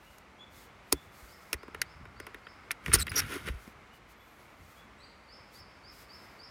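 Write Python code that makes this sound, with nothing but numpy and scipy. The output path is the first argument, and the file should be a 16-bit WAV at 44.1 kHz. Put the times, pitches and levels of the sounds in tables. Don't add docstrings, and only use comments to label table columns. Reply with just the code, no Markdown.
import sys
import numpy as np
from scipy import signal
from scipy.fft import rfft, irfft, next_fast_len
from scipy.io import wavfile
from scipy.ndimage import map_coordinates

SR = 44100
rng = np.random.default_rng(int(sys.argv[2]) if len(sys.argv) > 2 else 0)


def inscribe(sig):
    pcm = np.round(np.clip(np.atleast_2d(sig).T, -1, 1) * 32767)
    wavfile.write(sys.argv[1], SR, pcm.astype(np.int16))


N = 286650


def amp(db):
    return 10 ** (np.asarray(db) / 20)


def unit(x):
    return x / np.sqrt(np.mean(x ** 2) + 1e-20)


def along(points, hz):
    point_hz, values = np.transpose(points)
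    return np.interp(np.log(hz + 1), np.log(point_hz + 1), values)


def curve(points):
    times, values = np.transpose(points)
    return np.interp(np.arange(N) / SR, times, values)


def clock(length):
    return np.arange(max(int(length * SR), 2)) / SR


def add(track, start, sound):
    part = track[max(round(start * SR), 0):][:len(sound)]
    part += sound[:len(part)]


def wobble(rate):
    return map_coordinates(rng.standard_normal(int(N * rate / SR) + 4), [np.arange(N) * rate / SR])


def gate(start, end, edge):
    t = np.arange(N) / SR
    inside_s = np.minimum(t - start, end - t)
    return np.sin(np.pi / 2 * np.clip(inside_s / edge + .5, 0, 1)) ** 2


def swell(start, end, steep, build_db=0):
    from_middle = np.arange(N) / SR - (start + end) / 2
    position = np.clip(from_middle / max(end - start, .002), -5, 5)
    return np.exp(-np.abs(2 * position) ** steep) * amp(build_db * position)


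def strokes(rows, steep):
    return np.sqrt(sum((amp(db) * swell(start, end, steep)) ** 2 for start, end, db in rows))


def filtered(x, response):
    size = next_fast_len(len(x) + 8192)
    return irfft(rfft(x, size) * response(np.fft.rfftfreq(size, 1 / SR)), size)[:len(x)]


def resonate(x, modes):
    def response(f):
        return sum((-1) ** k * amp(db) * 1j * f * width / (hz * hz - f * f + 1j * f * width)
                   for k, (hz, width, db) in enumerate(modes))
    return filtered(x, response)


def noise(spectrum):
    return unit(filtered(rng.standard_normal(N), lambda hz: amp(along(spectrum, hz))))


def tone(hz):
    return np.sqrt(2) * np.sin(2 * np.pi * np.cumsum(hz) / SR)


# frequency in Hz, relative level in dB.
AIR_COLOUR = [(15, -61), (25, -36), (45, 0.5), (70, -2), (170, -8), (206, -3.5), (242, -7.5), (516, -8.5),
              (560, -8.5), (1330, -9), (2000, -16.5), (2160, -11.5), (3340, -21), (5280, -27),
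              (16000, -43.5)]
# time in seconds, level in dB.
AIR_FADER = [
    [(0.0, -58), (1.88, -57), (2.6, -57)],
    [(3.9, -58), (4.37, -58.5), (6.5, -56.5)],
]
# centre in Hz, width in Hz, gain in dB.
AIR_HUMPS = [(1130, 310, -3.5), (2050, 330, -2.5)]
# centre in Hz, width in Hz, gain in dB.
CUP_MODES = [(1300, 240, -1.5), (2180, 140, -3)]


def air(cup_db=-5):
    level = amp(curve(np.vstack(AIR_FADER)) + 0.6 * wobble(6.7))
    humps = unit(resonate(rng.standard_normal(N), AIR_HUMPS))
    cupped = gate(1.09, 3.88, edge=0.39) * unit(resonate(rng.standard_normal(N), CUP_MODES))
    hiss = amp(0.57) * noise(AIR_COLOUR)
    return level * (hiss + amp(-6.5 + wobble(1.1)) * humps + amp(cup_db) * cupped)


# frequency in Hz, seconds to fade by 60 dB.
FOREST_DECAY = [(1000, 0.67), (4000, 1), (10000, 0.89)]


def forest(x, direct_db, wet_db, near_db, near_t60=.16):
    hz, t, spectrum = signal.stft(rng.standard_normal(SR), SR, nperseg=256)
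    far = amp(-60 * t / along(FOREST_DECAY, hz)[:, None])
    near = amp(near_db - 60 * t / near_t60)
    tail = signal.istft(spectrum * (far + near), SR, nperseg=256)[1]
    wet = signal.fftconvolve(x, tail / np.linalg.norm(tail))[:N]
    return amp(direct_db) * x + amp(wet_db) * wet


# the octave's frequency in Hz, relative level in dB.
OCTAVE_COLOUR = [(6500, -15), (7800, -7.5), (9000, -29), (10500, -26.5)]


def chirp(hz, waver, overtone_db):
    hz = hz * (1 + waver * wobble(220)[:len(hz)])
    return tone(hz) + amp(overtone_db + along(OCTAVE_COLOUR, 2 * hz)) * tone(2 * hz)


# start in seconds, relative level in dB, top pitch in Hz.
PIPE_NOTES = [(.05, -63, 2900), (.383, -55, 3494), (.94, -61, 3520), (3.9, -65, 2950), (4.18, -67.5, 3480),
              (4.76, -63, 3430)]


def piping_bird():
    out, t = np.zeros(N), clock(0.05)
    progress = t / t[-1]
    arch = np.sin(np.pi * progress)
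    bend = 1 - 0.15 * (progress - .75) ** 2
    for start, db, top_hz in PIPE_NOTES:
        add(out, start, amp(db) * arch * chirp(top_hz * bend, waver=0.012, overtone_db=-9))
    return out


def thin_bird(start=4.155, end=4.52, first_hz=13000, last_hz=9000, db=-78, fade_db=10):
    out = np.zeros(N)
    progress = clock(end - start) / (end - start)
    glide_hz = first_hz + (last_hz - first_hz) * progress ** 1.3
    waver = (1 + .015 * wobble(30) + .006 * wobble(150))[:len(progress)]
    envelope = amp(db - fade_db * progress) * signal.windows.tukey(len(progress), .1)
    add(out, start, envelope * tone(glide_hz * waver))
    return out


# start in seconds, relative level in dB, top pitch in Hz.
RISING_CALLS = [(1.271, -63.5, 5430), (1.565, -67, 5260), (1.843, -66, 5420), (2.145, -64.5, 5270),
                (2.43, -63, 5370), (4.982, -57.5, 4830), (5.272, -56.5, 5380), (5.532, -56.5, 5370),
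                (5.825, -56, 5420), (6.081, -54.5, 5400), (6.38, -53, 5430)]


def near_bird(rise_hz=1123, rise_s=.07, hook_hz=1403, hook_s=.028, attack_s=0.0094, hook_fade_db=12):
    out, t = np.zeros(N), clock(rise_s + hook_s)
    climb = np.minimum(t / rise_s, 1)
    hook = np.maximum(t - rise_s, 0) / hook_s
    under_top_hz = rise_hz * (1 - climb) + hook_hz * hook ** 1.3
    envelope = (1 - np.exp(-t / attack_s)) * amp(-hook_fade_db * hook)
    for start, db, top_hz in RISING_CALLS:
        add(out, start, amp(db) * envelope * chirp(top_hz - under_top_hz, waver=.009, overtone_db=1))
    return out


# start and end in seconds, relative level in dB.
SLEEVE_SWISHES = [(0, 0.213, -70), (0.526, 0.67, -62), (0.863, 1.093, -69), (1.117, 1.36, -63),
                  (1.355, 1.56, -67.5), (3.582, 3.719, -66), (3.93, 3.984, -68.5), (4.08, 4.14, -66),
                  (4.199, 4.56, -73.5), (4.57, 4.836, -68.5), (5.517, 5.609, -64.5), (5.92, 6.054, -62.5),
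                  (6.05, 6.4, -72)]
# frequency in Hz, relative level in dB.
FABRIC_COLOUR = [(1500, -13.5), (4000, 4), (6500, 2), (10000, -0.5), (14000, 2), (16000, -3.5)]


def sleeves():
    return strokes(SLEEVE_SWISHES, steep=3) * noise(FABRIC_COLOUR) * amp(1.04 * wobble(35) + 2.5)


# start and end in seconds, level in dB.
FINGER_PRESSES = [(.95, 1.5, -62), (1.65, 2.35, -55.5), (2.87, 3.03, -35.5), (3.03, 3.54, -46),
                  (4.57, 4.7, -56)]
# frequency in Hz, relative level in dB.
RUMBLE_COLOUR = [(20, -32.5), (32, -16.5), (48, -3.5), (80, 0.5), (130, -6), (220, -13), (500, -40),
                 (1500, -73.5)]


def grip(hold_db=-69.5):
    level = np.hypot(amp(hold_db), strokes(FINGER_PRESSES, steep=2.3))
    return level * unit(noise(RUMBLE_COLOUR) * amp(3.8 * wobble(11)))


# start in seconds, relative level in dB, pitch in Hz.
PUSHES = [(0.933, -35, 64.5), (1.225, -45, 55.4), (1.545, -37, 65.4), (1.683, -44, 240), (2.01, -42.5, 215),
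          (2.882, -29, 165), (2.894, -28.5, 82.3), (2.941, -22.5, 116.5), (2.963, -26, 62),
          (3.113, -31.5, 90.5), (3.499, -27.5, 62), (3.541, -34.5, 55), (3.677, -38.5, 220)]


def thumps(cycles=7, attack_s=0.00096):
    out, t = np.zeros(N), clock(.3)
    onset = 1 - np.exp(-t / attack_s)
    for start, db, hz in PUSHES:
        envelope = onset * amp(db + 3.5 - 60 * hz * t / cycles)
        add(out, start, envelope * np.sin(2 * np.pi * hz * t))
    return out


# start and end in seconds, pitch in Hz, relative level in dB,
# octave over the fundamental in dB, depth of pitch jitter.
SQUEALS = [(2.936, 2.943, 9000, -11, -48, 0.0044), (2.986, 3.003, 5220, -35, -13, .03),
           (2.996, 3.011, 4370, -38, 9.5, 0.025), (3.013, 3.031, 4000, -31.5, 0.5, .03),
           (3.095, 3.107, 4970, -39.5, -1, 0.028), (3.157, 3.204, 5540, -25.5, -7, 0.039)]


def squeaks(sag_share=.015, flutter_db=4, third_db=-10):
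    out = np.zeros(N)
    waver = 1.5 * wobble(2200) + .4 * wobble(170)
    for start, end, centre_hz, db, octave_db, jitter in SQUEALS:
        sag = curve([(start, sag_share / 2), (end, -sag_share / 2)])
        hz = centre_hz * (1 + sag + jitter * waver)
        overtones = tone(2 * hz) + amp(third_db) * tone(3 * hz)
        out += gate(start, end, edge=0.0027) * amp(db) * (tone(hz) + amp(octave_db) * overtones)
    return out * amp(flutter_db * np.tanh(wobble(300)) - 4.5)


# resonance in Hz, width in Hz, gain in dB.
BODY_MODES = [(150, 12, -14.5), (284, 25, -5), (358, 45, -5.5), (430, 57, -4), (565, 140, -13.5),
              (1022.5, 120, -8)]
SHELL_MODES = [(480, 236, -17.5), (815, 300, -10.5), (1111, 240, -7.5), (1430, 170, 1.5), (1845, 260, -0.5),
               (2110, 370, 0.5), (2740, 810, -3), (3330, 570, -3.5), (3850, 110, -5.5)]
EDGE_MODES = [(4460, 930, -2), (5550, 480, 0), (6440, 740, -4), (8480, 360, -3), (9200, 700, -5),
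              (10470, 590, 0), (12300, 1200, -6.5), (14800, 830, -7.5)]


def struck_at(modes, centre_hz, falloff_db, reach_octaves=1.3):
    return [(hz, width, db - falloff_db * min(abs(np.log2(hz / centre_hz)), reach_octaves))
            for hz, width, db in modes]


def friction(modes, slips_per_s, smooth_share, uneven_db):
    slips = (rng.random(N) < slips_per_s / SR) * rng.standard_normal(N)
    force = (unit(slips) + smooth_share * rng.standard_normal(N)) * amp(uneven_db * wobble(220))
    return unit(resonate(force, modes))


# start and end in seconds, level in dB.
HAND_DRAGS = [(2.85, 2.93, -47.5), (2.94, 3.01, -43.5), (3.09, 3.52, -49), (3.14, 3.23, -37),
              (3.29, 3.38, -40.5), (3.455, 3.5, -42.5), (3.5, 3.7, -66)]
# start and end in seconds, shell level in dB,
# weight (body over shell) in dB, hardness (edge hiss over shell) in dB.
HOLDER_SCRAPES = [(2.931, 2.96, -24.5, -9, 2.5), (2.985, 3.03, -39.5, -23, -0.5),
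                  (3.169, 3.206, -31, -20, -1), (3.3, 3.373, -49.5, 6, -3),
                  (3.474, 3.491, -35.5, -6.5, -22)]


def rubbing(drag_body_db=-7, drag_hiss_db=-8, pressure_build_db=2.5):
    drag = strokes(HAND_DRAGS, steep=1.8)
    body, shell, hiss = drag * amp(drag_body_db), np.zeros(N), drag * amp(drag_hiss_db)
    for start, end, db, weight_db, hard_db in HOLDER_SCRAPES:
        stroke = amp(db) * swell(start, end, steep=4, build_db=pressure_build_db)
        body = np.hypot(body, stroke * amp(weight_db))
        shell = np.hypot(shell, stroke)
        hiss = np.hypot(hiss, stroke * amp(hard_db))
    broad_modes = struck_at(SHELL_MODES, centre_hz=1650, falloff_db=4.0)
    low_modes = struck_at(BODY_MODES, centre_hz=308.2, falloff_db=7.5)
    hollow_modes = struck_at(SHELL_MODES, centre_hz=1540, falloff_db=6.0)
    return (drag * friction(broad_modes, slips_per_s=3000, smooth_share=.9, uneven_db=0.0)
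            + body * friction(low_modes, slips_per_s=230, smooth_share=.6, uneven_db=2.5)
            + shell * friction(hollow_modes, slips_per_s=700, smooth_share=.5, uneven_db=2.5)
            + hiss * friction(EDGE_MODES, slips_per_s=2200, smooth_share=.7, uneven_db=-0.8))


def strike(modes, contact_t60, rattle_db, rattle_t60):
    t = clock(.15)
    envelope = amp(-60 * t / contact_t60) + amp(rattle_db - 60 * t / rattle_t60)
    ring = resonate(rng.standard_normal(len(t)) * envelope, modes)
    return ring / np.linalg.norm(ring) * np.sqrt(SR / 100)


# start in seconds, clack level over 10 ms in dB,
# weight (knock over clack) in dB, hardness (crack over clack) in dB.
CASING_HITS = [(0.183, -62, -10, 2.5), (0.9216, -42, 2, -0.5), (0.925, -32, 6.5, 11),
               (1.5297, -31.5, -8, 0.5), (1.539, -42, -3, -1.5), (1.632, -51.5, 5, -16),
               (1.681, -57, 10, -18), (1.7463, -40.5, -3.5, -15.5), (1.8162, -29, -21, -0.5),
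               (2.054, -51.5, -2, -22), (2.2, -44.5, -1, -8), (2.267, -44.5, -2.5, -10.5),
               (2.3445, -43.5, -5, -16), (2.4677, -45.5, -10, -30), (2.7075, -30, -22.5, -21),
               (2.714, -41.5, -16, 6), (2.861, -34, -17, -13), (2.8805, -41, -2.5, -15),
               (2.917, -34, -14, -25), (3.068, -39, -5, -9), (3.0788, -37.5, -24, -22),
               (3.117, -37.5, -20, -11), (3.4855, -38.5, -2, -17), (3.676, -62.5, 5, -3)]


def knocks(clack_hz=1915, clack_at_db=-38.5, clack_oct_per_db=.017, crack_hz=6900, crack_oct_per_db=0.3):
    out = np.zeros(N)
    for start, db, weight_db, hard_db in CASING_HITS:
        shell_hz = clack_hz * 2 ** (clack_oct_per_db * (db - clack_at_db))
        edge_hz = crack_hz * 2 ** (-crack_oct_per_db * weight_db)
        shell = struck_at(SHELL_MODES, shell_hz, falloff_db=10.5)
        edge = struck_at(EDGE_MODES, edge_hz, falloff_db=2.5)
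        knock = strike(BODY_MODES, contact_t60=0.006, rattle_db=-23.5, rattle_t60=0.072)
        clack = strike(shell, contact_t60=0.021, rattle_db=-19, rattle_t60=0.079)
        crack = strike(edge, contact_t60=0.015, rattle_db=-21.0, rattle_t60=.045)
        add(out, start, amp(db) * (amp(weight_db) * knock + clack + amp(hard_db) * crack))
    return out


def scene():
    handling = knocks() + thumps() + grip() + rubbing() + squeaks() + sleeves()
    calls = forest(near_bird(), direct_db=-8.5, wet_db=-1, near_db=-1.5)
    other_birds = forest(piping_bird() + thin_bird(), direct_db=-3.0, wet_db=3, near_db=7.5)
    return (handling + calls + other_birds + air())[None]


def record(dry, low_cut_hz=32, top_hz=16000):
    low_cut = signal.butter(3, low_cut_hz, "highpass", fs=SR, output="sos")
    return np.array([filtered(channel, lambda hz: 1 / np.sqrt(1 + (hz / top_hz) ** 160))
                     for channel in signal.sosfilt(low_cut, dry)])


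dry = scene()
out = record(dry)
inscribe(out)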